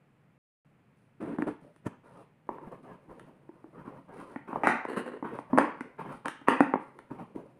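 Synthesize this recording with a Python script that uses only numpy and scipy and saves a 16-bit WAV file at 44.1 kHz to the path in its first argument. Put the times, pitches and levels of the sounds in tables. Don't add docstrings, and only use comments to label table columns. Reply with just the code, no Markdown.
import sys
import numpy as np
from scipy import signal
from scipy.fft import rfft, irfft, next_fast_len
from scipy.io import wavfile
from scipy.ndimage import uniform_filter1d, map_coordinates

SR = 44100
rng = np.random.default_rng(int(sys.argv[2]) if len(sys.argv) > 2 else 0)


def wav_record(signal):
    frames = np.transpose(np.atleast_2d(signal))
    bounded = np.clip(frames, -1, 1)
    quanta = np.round(bounded * 32767).astype(np.int16)
    wavfile.write(sys.argv[1], SR, quanta)


N = 335115

# start in seconds,
# drum pitch in Hz, # then relative levels of thud, knock, clack, tick and room send in dB.
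SNAPS = [(1.3855, 224, -22, -23, -35, -52, -9), (1.4218, 275, -18.5, -25, -23, -47, -18),
         (4.3605, 265, -27, -29, -28, -62, -1.5), (4.6348, 286, -23.5, -13.5, -22, -43, 11.5),
         (4.6712, 267, -17.5, -6.5, -9.5, -28.5, 6), (5.5313, 270.3, -14, -16, -37, -64.5, 7),
         (5.5755, 295, -14, -8.5, -17, -40, 8.5), (5.585, 316, -26, -4, -11, -23, -4),
         (6.4843, 258, -16.5, -4.5, -7.5, -27, 4.5), (6.6057, 281, -7.5, -5, -11.5, -31, -2.5),
         (6.738, 265, -21, -9, -22.5, -51.5, -4), (6.756, 249, -23.5, -15, -34.5, -79, -5)]
# start in seconds, relative thud and knock in dB,
# hardness in dB (low for a fingertip, high for a bare edge).
TAPS = [(1.485, -32, -27.5, -12), (1.7622, -53, -57.5, 8), (2.49, -37.5, -18, -20),
        (2.5843, -53, -30.5, -21), (2.7249, -62, -37, -19), (3.196, -51, -49.5, 10),
        (3.491, -34.5, -40, -15), (3.642, -38, -43, -18), (3.8775, -32.5, -39, -23),
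        (4.53, -29, -24.5, -16), (4.5582, -54, -16.5, -27), (4.851, -38, -21.5, -8),
        (4.972, -24.5, -38, -14), (5.2255, -25.5, -25, -16.5), (5.25, -28.5, -31, -23),
        (5.388, -32.5, -22.5, -9.5), (5.808, -27.5, -29.5, 1.5), (6.2573, -29, -27.5, 4.5),
        (6.2822, -31.5, -28, 7.5), (6.295, -44, -47.5, 9), (6.414, -42.5, -44, -2),
        (6.9889, -52, -39.5, 1.5), (7.1133, -30, -35.5, -22), (7.3596, -26, -45.5, 1.5)]
def contacts(tap_hz=290, tap_room_db=-2, edge_db=-13.5, edge_slope=1.54, low_cut_hz=130):
    hits = list(SNAPS)
    for start, thud, knock, hardness in TAPS:
        drum_hz = tap_hz * amp(rng.standard_normal())
        tick = knock + edge_db + edge_slope * hardness
        hits.append((start, drum_hz, thud, knock, knock + hardness, tick, tap_room_db))
    out = np.zeros(N)
    for start, drum_hz, thud, knock, clack, tick, room_db in hits:
        plastic = lid_blow(drum_hz, thud, knock, clack, tick)
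        hit = tray_ring(thud, knock, clack)
        add(hit, 0, amp(-1.5) * plastic)
        add(out, start, hit)
        add(out, start, amp(room_db) * signal.fftconvolve(hit, kitchen()))
    return butterworth(out, 2, low_cut_hz, "high")


# frequency in Hz, relative level in dB.
RIM_MODES = [(420, -5), (540, -4), (690, -5.5), (880, 2), (1080, -1), (1330, 3.5), (1560, 1), (1850, 4),
             (2200, -3), (2800, -11.5)]
# frequency in Hz, relative level in dB.
TICK_SPECTRUM = [(1500, -19.5), (2800, 7.5), (3900, -1), (5000, -3.5), (7500, -5), (9300, 5.5),
                 (11500, -10.5), (15000, -24.5)]
def lid_blow(drum_hz, thud_db, knock_db, clack_db, tick_db, drum_t60=0.039, tick_t60=0.02):
    t = np.arange(SR // 20) / SR
    drum = crest(np.sin(2 * np.pi * drum_hz * t) * fade(t, drum_t60) * (1 - np.exp(-t / 0.0016)))
    hz, db = np.transpose(RIM_MODES)[:, :, None]
    detune, scatter_db, polarity = rng.standard_normal((3, len(RIM_MODES), 1))
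    gain = np.sign(polarity) * amp(db + scatter_db)
    modes = gain * np.sin(2 * np.pi * hz * (1 + .05 * detune) * t) * fade(t, t60=.5 / np.sqrt(hz))
    modes = butterworth(modes, 4, [240, 2200], "band")
    low = hz[:, 0] < 1180
    rim = amp(knock_db) * crest(modes[low].sum(0)) + amp(clack_db) * crest(modes[~low].sum(0))
    crack = (t == 0) + amp(-18) * rng.standard_normal(len(t)) * fade(t, tick_t60)
    return amp(thud_db) * drum + rim + amp(tick_db) * crest(coloured(crack, TICK_SPECTRUM))


# frequency in Hz, relative level in dB, 60 dB decay time in seconds.
TRAY_MODES = [(256, -2, .42), (850, -5, .33), (910, 1, .38), (1382, -2, .3), (1578, -8, .33)]
def tray_ring(thud_db, knock_db, clack_db, coupling_db=-29, rise_s=0.0023):
    t = np.arange(SR // 3) / SR
    hz, db, t60 = np.transpose(TRAY_MODES)[:, :, None]
    force_db = along([(280, thud_db), (800, knock_db), (1600, clack_db)], hz)
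    tones = np.sin(2 * np.pi * (hz * t + rng.random(hz.shape)))
    modes = amp(coupling_db + force_db + db) * tones * fade(t, t60)
    return modes.sum(0) * (1 - np.exp(-t / rise_s))


# start and length in seconds, drag level in dB, scrape relative to drag in dB.
PUSHES = [(1.613, 0.1, -59.5, -11), (1.882, 0.061, -56, -1.5), (2.025, 0.21, -52, -5.5),
          (2.492, 0.19, -48, -6), (2.707, 0.025, -44, -9), (2.829, 0.13, -49.5, -6.5),
          (3.077, 0.041, -45, -8.5), (3.172, 0.18, -53.5, -11), (3.721, .1, -50.5, -7),
          (3.842, 0.13, -45, -5.5), (4.075, 0.14, -47.5, -4), (4.226, 0.12, -49.5, -4.5),
          (4.47, 0.15, -40.5, -5.5), (4.65, 0.036, -43, 10.5), (5.234, 0.12, -42.5, -0.5),
          (5.494, 0.089, -43.5, -7.5), (5.98, 0.03, -38, 0), (6.04, .1, -38.5, -4),
          (6.245, 0.018, -41.5, 3.5), (6.469, 0.011, -34, 9), (7.1, 0.058, -44, -8),
          (7.179, 0.043, -42.5, -6), (7.342, 0.069, -42.5, -12.5)]
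# start and length in seconds, level in dB.
FINGER_SLIDES = [(.96, 0.1, -84), (1.205, 0.022, -72.5), (1.465, 0.013, -61.5), (1.6, 0.18, -84),
                 (2.03, 0.2, -75), (2.82, 0.019, -73), (3.08, .08, -89), (4.12, 0.25, -72.5),
                 (4.645, 0.1, -67), (5.33, 0.07, -72), (5.985, .03, -68.5), (6.11, 0.047, -66.5),
                 (6.78, 0.098, -73)]
# frequency in Hz, relative level in dB.
DRAG_SPECTRUM = [(70, -17), (150, 0), (320, -1.5), (540, -2.5), (800, -14), (2000, -53.5)]
SCRAPE_SPECTRUM = [(400, -38), (700, -5), (950, 10), (1500, -2), (2800, -18), (3600, -31), (12000, -67)]
SKIN_SPECTRUM = [(2500, -5.5), (4300, -5), (7300, -13.5), (9600, 0.5), (11500, -15), (15000, -26.5)]
def rubbing(held_from_s=2.47, skin_over_drag_db=-35, uneven_db=3):
    drag = strokes([(start, length, db) for start, length, db, _ in PUSHES])
    scrape = strokes([(start, length, db + over) for start, length, db, over in PUSHES])
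    hiss = np.hypot(amp(skin_over_drag_db) * drag, strokes(FINGER_SLIDES))
    held = np.arange(N) / SR > held_from_s
    drag = np.hypot(drag, amp(-61.5) * held)
    scrape = np.hypot(scrape, amp(-72) * held)
    hiss = np.hypot(hiss, amp(-88) * held)
    rub = drag * wander(coloured(slips(rate=500, spread_db=3, smooth=1), DRAG_SPECTRUM), depth_db=3.5)
    rub += scrape * wander(coloured(slips(rate=900, spread_db=3, smooth=1), SCRAPE_SPECTRUM), depth_db=3)
    rub += hiss * unit(coloured(slips(rate=600, spread_db=5, smooth=.8), SKIN_SPECTRUM))
    pressure = amp(uneven_db * wobble(35) - 1)
    return in_kitchen(rub * pressure, room_db=-3)


# start and length in seconds, level in dB.
SHOVES = [(4.875, 0.075, -37), (4.957, 0.043, -32), (5.05, 0.035, -37), (5.11, 0.058, -43)]
# frequency and half-width in Hz, relative level in dB.
TRAY_RESONANCES = [(252, 13.4, 5), (416, 105, 4.5), (990, 250, -8), (1570, 420, -12.5), (2840, 170, -24),
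                   (4170, 450, -33), (9340, 1440, -30.5)]
def tray_turning(bright_hz=2400):
    grind = unit(resonate(slips(rate=700, spread_db=4, smooth=.8), TRAY_RESONANCES))
    body = butterworth(grind, 2, [170, bright_hz], "band")
    edge = butterworth(grind, 2, bright_hz, "high")
    speed = strokes(SHOVES)
    return in_kitchen(speed * (body - crest(speed) * edge), room_db=-5)


# start and length in seconds, level in dB.
LID_DRAGS = [(1.2, .15, -35.5), (1.38, 0.059, -35.5), (1.463, 0.023, -28.5)]
# frequency in Hz, relative level in dB.
GRIT_SPECTRUM = [(60, -28), (190, -6.5), (295, -1), (410, -5.5), (750, -17.5), (1700, -25.5), (3900, -50),
                 (5300, -58), (7000, -60.5), (9400, -48.5), (12500, -66)]
def lid_drag(groan_hz=295):
    pitch = groan_hz * (1 + .08 * wobble(60))
    groan = np.sin(2 * np.pi * np.cumsum(pitch) / SR) * amp(2 * wobble(50))
    grit = unit(coloured(slips(rate=900, spread_db=3, smooth=1), GRIT_SPECTRUM))
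    return in_kitchen(strokes(LID_DRAGS) * unit(groan + grit), room_db=-7)


# frequency in Hz, relative level in dB.
BUMP_SPECTRUM = [(45, -34), (150, 0), (350, -10), (1800, -26), (4000, -52), (9400, -46), (14000, -64)]
def hand_bump(peak_s=1.868, level_db=-26, rise_s=0.0056, fall_s=0.0077):
    t = np.arange(N) / SR - peak_s
    push = np.exp(-np.abs(t) / np.where(t < 0, rise_s, fall_s))
    thud = unit(coloured(rng.standard_normal(N), BUMP_SPECTRUM))
    return in_kitchen(amp(level_db) * push * thud, room_db=-9)


# frequency in Hz, relative level in dB.
ROOM_SPECTRUM = [(100, -6.5), (270, -4.5), (500, -8.5), (1600, -4.5), (3000, 4), (5500, -2.5), (9500, -1),
                 (15000, -2.5)]
# frequency in Hz, reverberation time in seconds.
ROOM_T60 = [(200, 0.33), (2300, 0.49), (6000, 0.37), (15000, 0.082)]
def kitchen(build_s=0.005, gap_s=0.00034):
    hz, t, noise = signal.stft(rng.standard_normal(SR // 2), SR, nperseg=256)
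    t60 = along(ROOM_T60, hz)[:, None]
    equal_energy = np.sqrt(2 * np.log(1000) / (t60 * SR))
    shape = fade(t, t60) * amp(along(ROOM_SPECTRUM, hz))[:, None] * equal_energy
    tail = signal.istft(noise * shape, SR, nperseg=256)[1]
    since_gap = np.maximum(np.arange(len(tail)) / SR - gap_s, 0)
    return tail * (1 - np.exp(-since_gap / build_s))


def in_kitchen(direct, room_db):
    return direct + amp(room_db) * signal.fftconvolve(direct, kitchen())[:N]


# frequency in Hz, relative level in dB.
HUM_SPECTRUM = [(25, -24), (70, -20), (140, 0), (340, -15), (900, -22), (2500, -28), (3700, -42),
                (6000, -50), (9500, -46), (13000, -53)]
def hum(level_db=-64.5):
    return amp(level_db) * unit(coloured(rng.standard_normal(N), HUM_SPECTRUM))


def strokes(rows, rise_s=0.013, ease_db_per_s=18.5, rest_t60=0.15):
    power, t = np.zeros(N), np.arange(SR) / SR
    for start, length, db in rows:
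        speed = np.minimum(t / rise_s, 1) * fade(np.maximum(t - length, 0), rest_t60)
        add(power, start, (speed * amp(db - ease_db_per_s * t)) ** 2)
    return np.sqrt(power)


def slips(rate, spread_db, smooth):
    jerks = (rng.random(N) < rate / SR) * rng.choice([-1, 1], N)
    sizes = amp(spread_db * np.minimum(rng.exponential(size=N), 3))
    return unit(unit(jerks * sizes) + smooth * rng.standard_normal(N))


def wander(x, depth_db):
    spectra = signal.stft(x, nperseg=1024)[2]
    field = uniform_filter1d(rng.standard_normal(spectra.shape), size=5, axis=0)
    field = uniform_filter1d(field, size=4, axis=1)
    return unit(signal.istft(spectra * amp(depth_db * unit(field)), nperseg=1024)[1][:N])


def resonate(x, peaks):
    size = next_fast_len(N + SR // 2)
    f = np.fft.rfftfreq(size, 1 / SR)
    power = sum((amp(db) / (1 + ((f - hz) / width) ** 2)) ** 2 for hz, width, db in peaks)
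    return irfft(rfft(x, size) * np.sqrt(power), size)[:N]


def coloured(x, spectrum):
    size = next_fast_len(len(x) + 4096, True) // 2 * 2
    gain = amp(along(spectrum, np.fft.rfftfreq(size, 1 / SR)))
    cepstrum = irfft(np.log(gain), size)
    cepstrum[1:size // 2] *= 2
    cepstrum[size // 2 + 1:] = 0
    return irfft(rfft(x, size) * np.exp(rfft(cepstrum)), size)[:len(x)]


def butterworth(x, order, hz, kind):
    return signal.sosfilt(signal.butter(order, hz, kind, fs=SR, output="sos"), x)


def amp(db):
    return 10 ** (np.asarray(db) / 20)


def unit(x):
    return x / np.sqrt(np.mean(x ** 2) + 1e-20)


def crest(x):
    return x / (np.abs(x).max() + 1e-20)


def along(points, hz):
    f, values = np.transpose(points)
    return np.interp(np.log(hz + 1), np.log(f + 1), values)


def fade(t, t60):
    return np.exp(-np.log(1000) * t / t60)


def wobble(rate):
    knots = rng.standard_normal(int(N * rate / SR) + 4)
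    return map_coordinates(knots, [np.arange(N) * rate / SR], order=1)


def add(track, start, sound):
    part = track[round(start * SR):][:len(sound)]
    part += sound[:len(part)]


def scene():
    return (contacts() + rubbing() + tray_turning() + lid_drag() + hand_bump() + hum())[None]


def record(dry, mute_from_s=.38, mute_to_s=.648, top_hz=15600):
    t = np.arange(N) / SR
    live = (t < mute_from_s) | (t > mute_to_s)
    size = next_fast_len(N + SR // 2)
    passband = np.fft.rfftfreq(size, 1 / SR) < top_hz
    return irfft(rfft(dry * live, size) * passband, size)[..., :N]


dry = scene()
out = record(dry)
wav_record(out)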